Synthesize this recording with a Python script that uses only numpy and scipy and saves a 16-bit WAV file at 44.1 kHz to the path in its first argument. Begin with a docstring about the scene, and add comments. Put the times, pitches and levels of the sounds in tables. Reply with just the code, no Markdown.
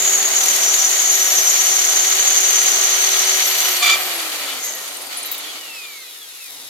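"""An electric drill bores through a steel rail in a workshop, close to the microphone.
Over motor tones and fan rush, two cutting edges catch once a turn, scrape the rail and ring the bit.
Near 3.8 s the bit breaks through, grabs the last skin of steel and squeals.
At 4 s the trigger is let go: the motor coasts down in falling gear whines, the flutes rub and tick
out of the hole amid short squeaks, and the unloaded gears chatter."""
import sys
import numpy as np
from scipy import signal
from scipy.fft import rfft, irfft, next_fast_len
from scipy.io import wavfile
from scipy.ndimage import uniform_filter1d, minimum_filter1d

SR = 44100
rng = np.random.default_rng(int(sys.argv[2]) if len(sys.argv) > 2 else 0)


def dump(signal):
    """Clip the signal to [-1, 1] and save it as 16-bit WAV at the path in sys.argv[1]."""
    limited = np.clip(np.atleast_2d(signal).T, -1, 1)
    pcm = np.round(limited * 32767).astype(np.int16)
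    wavfile.write(sys.argv[1], SR, pcm)


N = 295029
TIME = np.arange(N) / SR
BREAK_S, THROUGH_S, LET_GO_S, FREE_S = 3.778, 3.9, 4.02, 5.665  # tip out, bit through, trigger, bit free
FULL_SPEED_HZ, GEAR_RATIO, TOP_HZ = 385, 9.77, 16100
GRAB_ATTACK_S, GRAB_RELEASE_S = 0.0053, 0.01

# scraping steel (frequency [Hz], level [dB])
SCRAPE_SPECTRUM = [(30, -73), (200, -36), (600, -17.5), (1300, -2.5), (1600, -4.5), (1950, -0.5), (2400, 0),
                   (2700, -1), (3100, 1), (4500, -1), (5100, -7), (7000, -2), (8200, -7), (15000, -18)]
# rail resonances (frequency [Hz], width [Hz], level [dB])
RAIL_MODES = [(1310, 70, -4), (1900, 45, 1), (2060, 60, -4), (2190, 45, -.5), (2335, 55, 0), (2700, 60, -2),
              (2950, 70, 2), (3055, 45, 1), (3300, 50, -3), (3480, 55, 0), (3780, 45, -1), (4000, 50, -1),
              (4135, 50, 0), (4300, 70, -1), (4450, 40, 2.5), (4585, 35, 0), (4790, 45, -3)]
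# bit resonances (frequency [Hz], width [Hz], level [dB], family [0-2], left lead [rad])
BIT_MODES = [(5490, 100, -11, 0, -.3), (5670, 22, -7.5, 0, 1.3), (5840, 45, -6.5, 0, -1.4),
             (6010, 30, 2, 0, -1.4), (6215, 30, -10, 1, 2.8), (6340, 22, 3.5, 1, 2.6),
             (6410, 50, -2, 1, 2.3), (6680, 22, -1, 2, 1.3), (6752, 48, -1.5, 2, -.4),
             (6900, 120, -12, 2, -1), (7065, 80, -6.5, 2, -1.7), (7183, 45, -9, 2, .1),
             (7285, 35, -11, 2, -.6), (7590, 80, -14.5, 2, .1)]
# drive of the bit's three mode families (time [s], level [dB])
LOW_DRIVE = [(0.0, -39), (0.06, -32), (0.31, -36), (0.4, -24), (0.59, -28.5), (0.68, -20), (0.76, -28),
             (0.82, -19), (0.94, -30), (1.23, -21.5), (1.25, -24.5), (1.38, -21.5), (2.2, -27.5),
             (2.45, -24), (2.49, -29), (2.56, -21), (2.63, -25), (2.67, -25), (3.47, -25), (3.5, -31),
             (3.66, -26.5), (3.8, -34.5)]
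MIDDLE_DRIVE = [(0.0, -32), (0.04, -28), (1.05, -25), (1.09, -19), (1.17, -29), (1.34, -28), (1.39, -23),
                (1.44, -24), (1.48, -23.5), (1.93, -24), (1.98, -21), (2.15, -25.5), (2.29, -21),
                (3.1, -24.5), (3.29, -25.5), (3.56, -34), (3.62, -28), (3.8, -41)]
HIGH_DRIVE = [(0.0, -20.5), (0.16, -18.5), (0.24, -24.5), (0.26, -19.5), (0.3, -29), (0.37, -18.5),
              (0.45, -25.5), (0.5, -20.5), (0.52, -26.5), (0.75, -21.5), (0.97, -24), (0.98, -22.5),
              (1.11, -21.5), (1.26, -24.5), (1.41, -24), (1.44, -34), (1.5, -19), (1.52, -25.5),
              (2.16, -24.5), (2.23, -23.5), (2.93, -27.5), (2.98, -32.5), (3.37, -28.5), (3.8, -37)]
# edges grabbing the last skin of steel (start [s], end [s], pitch [Hz], level [dB])
GRABS = [(3.821, 3.848, 1182, -15), (3.855, 3.868, 1178, -14.5), (3.874, 3.9, 1172, -11),
         (3.908, 3.945, 1180, -16)]
# squeal partials (harmonic [n], level [dB])
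SQUEAL_HARMONICS = [(1, -7), (2, 5), (3, 3), (4, -1), (5, -8), (6, -1.5)]
# flutes rubbing in the open hole (start [s], end [s], scrape [dB], rail ring [dB], bit rasp [dB])
RUBS = [(3.727, 4.123, -26, -34, -55), (4.137, 4.537, -28.5, -37, -42), (4.582, 4.69, -41, -57, -25.5),
        (4.764, 4.863, -36, -57, -37), (5.06, 5.556, -32.5, -45, -45), (5.604, 5.874, -39, -51, -63)]
# resonances rung by rubbing (frequency [Hz], width [Hz], level [dB], left lead [rad])
RUB_MODES = [(735, 40, -6, 0), (1160, 66, -2.5, .5), (1300, 30, -2.5, .5), (2400, 50, 4.5, 1.5),
             (3265, 50, -2.5, .5)]
# short squeaks, rasps and narrow whines (time [s], level [dB], pitch [Hz], width [Hz], length [s])
SQUEAKS = [(3.637, -29, 2965, 100, .07), (3.779, -28, 4350, 150, .049), (4.47, -31, 3250, 650, .077),
           (4.64, -29, 12800, 700, .028), (4.748, -33, 12600, 600, .015), (4.875, -28.5, 9400, 700, .009),
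           (4.922, -31.5, 9100, 600, .009), (5.017, -31.5, 10100, 1100, .014),
           (5.168, -25.5, 10150, 750, .022), (5.227, -26, 9400, 600, .01),
           (5.256, -25.5, 11900, 1300, .018), (5.345, -28, 14400, 1100, .007), (5.835, -35, 3560, 200, .02)]
# flutes snapping over the rim (time [s], level [dB], pitch [Hz], width [Hz], decay [s])
TICKS = [(4.969, -20.5, 9050, 700, .0035), (5.067, -24, 9250, 700, .004), (5.3145, -17, 14300, 2800, .011),
         (5.381, -25, 11500, 4000, .008), (5.539, -26, 4000, 4000, .002), (5.611, -28, 4000, 4000, .002)]
# motor with the trigger held (time [s], speed [Hz])
DRIVEN_SPEED = [(0, 386.7), (.25, 382.6), (.8, 382.4), (1.3, 379.7), (1.7, 379.9), (2.2, 382.8), (2.9, 385),
                (3.2, 383.6), (3.4, 380.3), (3.63, 373.2), (3.71, 367.3), (3.77, 359.5), (3.88, 360.7),
                (4.0, 372.5)]
# housing radiation (frequency [Hz], gain [dB])
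HOUSING_RESPONSE = [(120, -50), (270, -4.5), (380, -3), (600, 0), (750, -2.5), (1200, -14), (1650, -9),
                    (1850, -5), (1990, -4), (2100, 4.5), (2280, 4), (2480, 10), (2700, 9), (2920, 7),
                    (3060, 0), (3350, 7.5), (3680, 0), (3880, 7), (4200, 3.5), (4700, 0), (5400, -6),
                    (7000, -2), (9000, -3.5), (12000, -2), (16000, -12)]
# motor and gear tones into the housing (order [x speed], full-speed level [dB], speed exponent [1])
SHAFT_TONES = [(1, -36.5, 4.6), (2, -41.5, 3.5), (4, -39, 2.4), (5, -42, 2.4), (8, -50, 4), (12, -49, 3)]
# motor whistle (time [s], level [dB])
WHISTLE_LEVEL = [(0, -38), (.9, -43), (1.18, -29.5), (1.5, -30.5), (1.75, -37), (2.3, -37), (2.8, -44),
                 (3.2, -37), (3.38, -35), (3.48, -24.5), (3.63, -24), (3.75, -28), (3.8, -39), (3.9, -37),
                 (3.97, -32), (4.16, -32.5), (4.27, -42), (4.48, -43), (4.56, -54), (5.7, -72)]
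# coasting gear tones into the housing (order [x speed], start [s], end [s], level [dB], roughness [0-1])
WHINES = [(8, 4.58, 4.84, -40.5, .4), (48, 4.65, 4.85, -43, .7), (24, 4.95, 5.5, -47, .8),
          (24, 5.21, 5.33, -49, .35), (72, 4.95, 5.5, -47, .8), (24, 5.55, 5.9, -48.5, .25),
          (24, 5.9, 6.03, -52, .25), (30, 5.92, 6.08, -60, .4), (42, 5.65, 6.12, -60, .8),
          (72, 5.72, 6.0, -48, 1), (48, 5.62, 5.84, -49, .9), (48, 5.94, 6.26, -53, .55),
          (48, 6.33, 6.48, -55.5, .5), (144, 5.8, 6.05, -49, .9), (120, 6.1, 6.6, -53, .9)]
# gear chatter, motor hiss, fan rush, brush rustle (frequency [Hz], level [dB])
CHATTER_SPECTRUM = [(600, -25), (1300, -9), (1700, -2), (2700, 1.5), (3200, 0), (4000, 0), (4900, 1),
                    (5450, -5), (6500, -2), (7200, -10), (7800, -4), (8700, -16), (10800, 1), (11600, -3),
                    (12800, 2), (15500, -16)]
HISS_SPECTRUM = [(30, -70), (400, -42), (2000, -2), (5000, 3), (8000, 3), (10000, 2.5), (11500, -0.5),
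                 (12700, 5), (14000, 4), (16000, -26)]
FAN_SPECTRUM = [(25, -50), (60, -45), (110, -33), (170, -17), (280, -9), (450, -1), (720, 4.5), (900, 0),
                (1400, 0.5), (2200, 0), (6000, -81)]
BRUSH_SPECTRUM = [(30, -70), (400, -21), (2000, -5), (2900, -9), (3300, -2), (3700, 8), (4100, 4),
                  (4500, -4), (4850, 1.5), (5500, 2), (7200, 0.5), (7900, -3.5), (8700, -1), (9900, 3),
                  (10900, 4), (11900, 1), (13000, 0.5), (14000, -4), (15600, -8), (16200, -25)]
# brief swells of hiss (start [s], end [s], level [dB])
HISS_SWELLS = [(0.372, 0.574, -22), (3.5, 3.88, -29)]
# brush rustle (time [s], level [dB])
BRUSH_LEVEL = [(0, -29), (5.6, -40), (6.25, -39.5), (6.5, -35.5), (6.69, -36)]
# drill pushed or drawn back; deep thuds (start [s], end [s], level [dB])
PUSHES = [(0, 0.61, -41.5), (4.849, 5.573, -44.5), (6.462, 6.69, -51.5)]
THUDS = [(3.85, 3.96, -74), (6.48, 6.693, -65)]
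# frame rumble; deep thuds (frequency [Hz], level [dB])
FRAME_SPECTRUM = [(25, -36), (80, -18), (140, -22), (210, -12), (280, 6.5), (380, 1), (800, 5.5),
                  (2000, -9), (6000, -30)]
THUD_SPECTRUM = [(25, -16), (80, -10), (120, 1), (250, -20), (800, -60)]


def bite(turns, depth_db, second_edge, sharpness, unsteady=0.32):
    """Force on the bit: two edges each catch once a turn, less once it is through."""
    angle_rad = 2 * np.pi * turns / GEAR_RATIO
    first, second = (np.exp(sharpness * (np.cos(angle_rad - lag_rad) - 1)) for lag_rad in (0, 1.7))
    engaged = np.interp(TIME, [THROUGH_S, 4.2], [1, .25])
    force_db = depth_db * engaged * (first + second_edge * second) * (0.5 + unsteady * walk(18))
    return even(undb(force_db), window_s=.1)


def contact():
    """Envelopes of the cut, grabs and rubs; the cut grows with depth and eases just before the break."""
    depth = np.minimum(TIME / BREAK_S, 1)
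    cutting = np.exp(-np.maximum(TIME - BREAK_S, 0) / GRAB_RELEASE_S)
    cut = cutting * undb(-25.5 + 5.5 * depth - 3.5 * depth ** 34)
    grab, grab_tail = (
        power_sum(*(undb(db) * swell(start, end, GRAB_ATTACK_S, release_s) for start, end, _, db in GRABS))
        for release_s in (GRAB_RELEASE_S, .05))
    rubs = (undb(dbs)[:, None] * swell(start, end, 0.057, 0.073) for start, end, *dbs in RUBS)
    scrape, rail, rasp = power_sum(*rubs)
    scrape = power_sum(scrape, cut, grab * undb(-3))
    rail = power_sum(rail, grab_tail * undb(-8))
    return scrape, rail, rasp, cutting, grab


def scraping(drive, speed_ratio, turns):
    """Steel tears and rubs in fine grains, at the bit and in the gears, and rings the rail."""
    force = stereo_grains(spread_db=2.5, direct=0.033, lead_ms=0.11, left_db=-1.3)
    force *= bite(turns, depth_db=4, second_edge=0.18, sharpness=10) * undb(1.32 * walk(110))
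    rail = shape(force, lambda hz: sum(undb(db) * resonance(hz, f, w) for f, w, db in RAIL_MODES))
    gears = undb(-30.5) * speed_ratio ** 0.83
    return unit(tint(force, SCRAPE_SPECTRUM) + undb(-5) * unit(rail)) * power_sum(drive, gears)


def bit_ring(cutting, grab, turns):
    """The edges ring the bit in surges; the screech shifts between three mode families."""
    force = stereo_grains(spread_db=5, direct=0.7, lead_ms=0, left_db=0.5)
    force *= bite(turns, depth_db=7.5, second_edge=0.72, sharpness=14)
    out = 0
    for family, level in enumerate((LOW_DRIVE, MIDDLE_DRIVE, HIGH_DRIVE)):
        modes = [(f, w, db, lead) for f, w, db, member, lead in BIT_MODES if member == family]
        drive = power_sum(cutting * undb(curve(level)), grab * undb(-21))
        family_gain = power_sum(*(undb(db) for _, _, db, _ in modes))
        out += even(ring(force, modes, skirt_hz=350), window_s=.11) * drive * family_gain
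    return out


def breakthrough():
    """The bit grabs the last thin skin of steel and chatters in a rough squeal."""
    wavering_s = np.cumsum(1 + .0095 * walk(400) + .003 * walk(80)) / SR
    partials = [(k, undb(db) * even(undb(4.2 * walk(260)), window_s=.03)) for k, db in SQUEAL_HARMONICS]
    out = 0
    for start, end, hz, db in GRABS:
        squeal = sum(gain * np.sin(2 * np.pi * k * hz * wavering_s) for k, gain in partials)
        out += unit(squeal) * undb(db) * swell(start, end, GRAB_ATTACK_S, GRAB_RELEASE_S)
    return workshop(out, wet_db=-8, t60_s=0.2)


def rubbing(drive):
    """The flutes rub the rim of the hole and the rail rings on."""
    force = stereo_grains(spread_db=4, direct=0.8, lead_ms=0, left_db=-1.5)
    return even(ring(force, RUB_MODES, skirt_hz=400), window_s=0.082) * drive


def bit_rasp(drive):
    """Pressed sideways on the rim, the damped bit rasps in one broad band."""
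    force = stereo_grains(spread_db=5.5, direct=0.33, lead_ms=0.19, left_db=0.5)
    band = shape(force, lambda hz: resonance(hz, 6440, 930) / (1 + ((hz - 6650) / 1100) ** 2))
    return unit(band) * drive


def squeaks_and_ticks():
    """Short squeaks, rasps and brief narrow whines of the drill; flutes tick over the rim."""
    age_s, out = TIME[:SR // 3], 0
    for start_s, db, hz, width_hz, length_s in SQUEAKS:
        rise = 3 * age_s / length_s
        out += burst(start_s, undb(db) * rise * np.exp(1 - rise), hz, width_hz)
    for start_s, db, hz, width_hz, decay_s in TICKS:
        out += burst(start_s, undb(db) * np.exp(-age_s / decay_s), hz, width_hz)
    return pan(workshop(out * undb(.5), wet_db=-4, t60_s=0.08), left_db=3)


def motor_speed():
    """Speed in Hz: sags under load, then coasts down against bearings, hole and fan."""
    bearing_hz_per_s, hole_hz_per_s, fan_hz_per_s = 81, 40, 110.5
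    hz = let_go_hz = DRIVEN_SPEED[-1][1]
    step_s, coast = .001, []
    for t in np.arange(LET_GO_S, TIME[-1] + step_s, step_s):
        coast.append((t, hz))
        friction_hz_per_s = bearing_hz_per_s + hole_hz_per_s * (t < FREE_S)
        hz -= step_s * (friction_hz_per_s + fan_hz_per_s * (hz / let_go_hz) ** 3)
    return np.maximum(np.where(TIME < LET_GO_S, curve(DRIVEN_SPEED), curve(coast)), 1)


def motor(speed_hz, turns):
    """Shaft and gear tones slide through the housing's resonances; a hum fades, a whistle wavers."""
    tones = 0
    for order, db, exponent in SHAFT_TONES:
        hz = order * speed_hz
        flutter_db = (1.8 * walk(30) + 1.8 * walk(9) + 2.2 * walk(200)) * min(.3 + order / 5, 1)
        gain = undb(db + flutter_db) * (speed_hz / FULL_SPEED_HZ) ** exponent
        loose_turns = turns + .0035 * walk(260)  # gear play
        tones += gain * housing(hz) * np.sin(2 * np.pi * (order * loose_turns + rng.random()))
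    hum = undb(-48.5 - 15 * TIME) * np.sin(2 * np.pi * 197 * TIME)
    slack_rad = np.where(TIME < BREAK_S, .12, .35)  # off load the shaft runs loose
    whistle_gain = undb(curve(WHISTLE_LEVEL) + 1.5 * walk(54))
    whistle = whistle_gain * np.sin(2 * np.pi * 33 * turns + slack_rad * walk(400))
    tones = pan(workshop(tones + hum, wet_db=-8, t60_s=0.061), left_db=2.8)
    whistle = pan(workshop(whistle, wet_db=-6, t60_s=0.08), left_db=2.5)
    return np.sqrt(2) * (tones + whistle)


def housing(hz):
    """Gain with which the housing radiates a tone."""
    return gain_at(HOUSING_RESPONSE, hz) * (hz < TOP_HZ)


def gear_whines(speed_hz, turns):
    """Coasting teeth mesh loosely: whines flutter, shaft wobble adds side tones."""
    out = 0
    for order, start, end, db, rough in WHINES:
        wobble_rad = 1.1 * np.sin(2 * np.pi * (turns + rng.random())) + 0.71 * walk(210)
        flutter_db = 1.2 * walk(16) + 4 * rough * walk(70)
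        gain = undb(db + flutter_db) * housing(order * speed_hz) * swell(start, end, .08, .045)
        out += gain * np.sin(2 * np.pi * order * turns + rough * wobble_rad)
    return np.sqrt(2) * workshop(out, wet_db=-11, t60_s=.05)


def gear_chatter(speed_hz, turns, start_s=5.2):
    """Unloaded teeth rattle: many weak, wavering tones fall with the motor."""
    loose = TIME > start_s
    loose_turns = (turns + .001 * walk(150))[loose]
    out = np.zeros((2, N))
    for order in range(18, 270, 3):
        phase, lead, rate, offset, strength = rng.random(5)
        waver_db = 4 * np.sin(2 * np.pi * ((2 + 5 * rate) * TIME[loose] + offset))
        gain = undb(8 * strength + waver_db) * (order * speed_hz[loose] < TOP_HZ)
        cycles = order * loose_turns + phase + np.array([[lead / 2], [0]])
        out[:, loose] += gain * np.sin(2 * np.pi * cycles)
    level = undb(-42) * swell(start_s, TIME[-1], attack_s=0.27, release_s=1)
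    return even(tint(out, CHATTER_SPECTRUM), window_s=.3) * level


def hiss(speed_ratio, turns):
    """The motor hisses, louder with speed; swarf adds to it while the bit cuts."""
    force = stereo_grains(spread_db=3, direct=0.077, lead_ms=0.16, left_db=2.5)
    force *= bite(turns, depth_db=3.5, second_edge=1, sharpness=1.3, unsteady=0.35)
    force *= undb(0.83 * walk(90))
    running = undb(-25.5) * speed_ratio ** 1.68
    swarf = undb(-26.5) * swell(0, THROUGH_S, attack_s=0.7, release_s=0.017)
    swells = (undb(db) * swell(start, end, 0.083, 0.045) for start, end, db in HISS_SWELLS)
    return tint(force, HISS_SPECTRUM) * power_sum(running, swarf, *swells)


def fan(speed_ratio, turns):
    """Air pulses once a motor turn; it fades and darkens as the fan slows."""
    rush = stereo_grains(spread_db=1.5, direct=0.73, lead_ms=0.1, left_db=3.5)
    rush *= 1 + 0.27 * np.sin(2 * np.pi * turns)
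    fast = tint(rush, FAN_SPECTRUM)
    slow = tint(rush, [(hz * 0.65, db) for hz, db in FAN_SPECTRUM]) * undb(-3.5)
    level = power_sum(undb(-31 + .6 * walk(14)) * speed_ratio ** 1.46, undb(-56))
    return (speed_ratio * fast + (1 - speed_ratio) * slow) * level


def brushes(turns):
    """The brushes rustle unevenly, catching once a motor turn."""
    catch_db = 2.1 * np.cos(2 * np.pi * turns) * (0.5 + 0.45 * walk(60)) + walk(70)
    rustle = stereo_grains(spread_db=-0.5, direct=0.38, lead_ms=0.25, left_db=2.5)
    return tint(rustle * undb(catch_db), BRUSH_SPECTRUM) * undb(curve(BRUSH_LEVEL))


def frame_rumble():
    """The frame rumbles unevenly as the drill is moved."""
    push = sum(undb(db) * swell(start, end, 0.029, 0.17) for start, end, db in PUSHES)
    force = stereo_grains(spread_db=2.5, direct=0.44, lead_ms=0.086, left_db=1)
    return tint(force, FRAME_SPECTRUM) * push * undb(1.4 * walk(15))


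def thuds():
    """Soft, deep swells of noise, to the left."""
    level = sum(undb(db) * swell(start, end, 0.043, .04) for start, end, db in THUDS)
    return tint(stereo_grains(spread_db=8, direct=0.54, lead_ms=.1, left_db=8), THUD_SPECTRUM) * level


def workshop(x, wet_db, t60_s):
    """Add dense reflections of frame, floor and walls."""
    age_s = TIME[:SR // 2]
    tails = rng.standard_normal((2, len(age_s))) * np.exp(-np.log(1000) * age_s / t60_s)
    tails /= np.sqrt(np.sum(tails ** 2, axis=1, keepdims=True))
    wet = signal.fftconvolve(x[None], tails, axes=1)[:, :N]
    return (x + undb(wet_db) * wet) / np.hypot(1, undb(wet_db))


def burst(start_s, envelope, hz, width_hz):
    """A short burst of noise in one band."""
    edges_hz = np.clip([hz - width_hz / 2, hz + width_hz / 2], 50, SR * .48)
    band = signal.butter(2, edges_hz, "bandpass", fs=SR, output="sos")
    noise = unit(signal.sosfilt(band, rng.standard_normal(len(envelope))))
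    return np.pad(noise * envelope, (int(start_s * SR), N))[:N]


def grains(spread_db):
    """Dense tiny impacts of unequal size."""
    noise = rng.standard_normal(N)
    size_db = spread_db * np.repeat(rng.standard_normal(N // 16 + 1), 16)[:N]
    return unit(noise * undb(size_db))


def stereo_grains(spread_db, direct, lead_ms, left_db):
    """Grains at two microphones: the direct share leads on the left, the rest is scattered."""
    left = grains(spread_db)
    right = shape(left, lambda hz: np.exp(-2j * np.pi * hz * lead_ms / 1000))
    scattered = np.array([grains(spread_db), grains(spread_db)])
    return pan(np.sqrt(direct) * np.array([left, right]) + np.sqrt(1 - direct) * scattered, left_db)


def resonance(hz, centre_hz, width_hz):
    """Response of one mode, same power at any width."""
    return 1 / (1 + 1j * (hz ** 2 - centre_hz ** 2) / (hz * width_hz)) / np.sqrt(width_hz)


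def ring(force, modes, skirt_hz):
    """Drive stereo modes that hardly radiate far from their pitch."""
    return shape(force, lambda hz: sum(
        undb(db) * resonance(hz, mode_hz, width_hz) / (1 + ((hz - mode_hz) / skirt_hz) ** 2)
        * np.exp([[1j * lead_rad], [0]]) for mode_hz, width_hz, db, lead_rad in modes))


def shape(x, response):
    """Filter by a function of Hz."""
    size = next_fast_len(N, True)
    hz = np.maximum(np.arange(size // 2 + 1) * SR / size, 1)
    return irfft(rfft(x, size) * response(hz), size)[..., :N]


def gain_at(spectrum, hz):
    """Gain of a spectrum table at hz."""
    points_hz, db = np.transpose(spectrum)
    return undb(np.interp(np.log(hz), np.log(points_hz), db))


def tint(x, spectrum):
    """Filter by a spectrum table, to rms 1."""
    return unit(shape(x, lambda hz: gain_at(spectrum, hz)))


def swell(start_s, end_s, attack_s, release_s):
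    """Linear rise, hold, exponential decay."""
    return np.clip((TIME - start_s) / attack_s, 0, 1) * np.exp(-np.maximum(TIME - end_s, 0) / release_s)


def walk(rate_hz):
    """Smooth random drift, spread near 1."""
    size = max(int(SR / rate_hz), 2)
    steps = rng.standard_normal(N // 8)[:N // size + 1]
    return 1.293 * uniform_filter1d(np.repeat(steps, size), size)[:N]


def even(x, window_s):
    """Flatten slow swells, keep quick flutter, at rms 1."""
    power = np.mean(np.atleast_2d(x) ** 2, axis=0)
    return x / np.sqrt(uniform_filter1d(power, int(window_s * SR)) + 1e-12)


def curve(rows):
    """A timed table at every sample."""
    return np.interp(TIME, *np.transpose(rows))


def pan(x, left_db):
    """Set left over right by left_db."""
    return x * undb(np.array([[left_db], [-left_db]]) / 2)


def power_sum(*gains):
    """Joint level of unrelated noises."""
    return np.sqrt(sum(gain ** 2 for gain in gains))


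def undb(db):
    """Decibels to gain."""
    return 10 ** (np.asarray(db) / 20)


def unit(x):
    """Scale to rms 1."""
    return x / np.sqrt(np.mean(x ** 2))


def scene():
    """One shaft, its speed trembling slightly, drives the drill and the cut."""
    speed_hz = motor_speed() * (1 + 0.000404 * walk(45))
    turns, speed_ratio = np.cumsum(speed_hz) / SR, speed_hz / FULL_SPEED_HZ
    scrape, rail, rasp, cutting, grab = contact()
    tones = motor(speed_hz, turns) + gear_whines(speed_hz, turns) + gear_chatter(speed_hz, turns)
    noises = fan(speed_ratio, turns) + hiss(speed_ratio, turns) + brushes(turns)
    cut = scraping(scrape, speed_ratio, turns) + bit_ring(cutting, grab, turns)
    way_out = bit_rasp(rasp) + breakthrough() + rubbing(rail)
    return tones + noises + cut + way_out + squeaks_and_ticks() + frame_rumble() + thuds()


def record(dry):
    """Peak limiter, then a steep low-pass."""
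    window = SR // 300
    gain = np.minimum(1, .95 / (np.abs(dry).max(axis=0) + 1e-9))
    gain = uniform_filter1d(minimum_filter1d(gain, window), window)
    return signal.sosfilt(signal.ellip(10, .2, 80, TOP_HZ, fs=SR, output="sos"), dry * gain)


dry = scene()
out = record(dry)
dump(out)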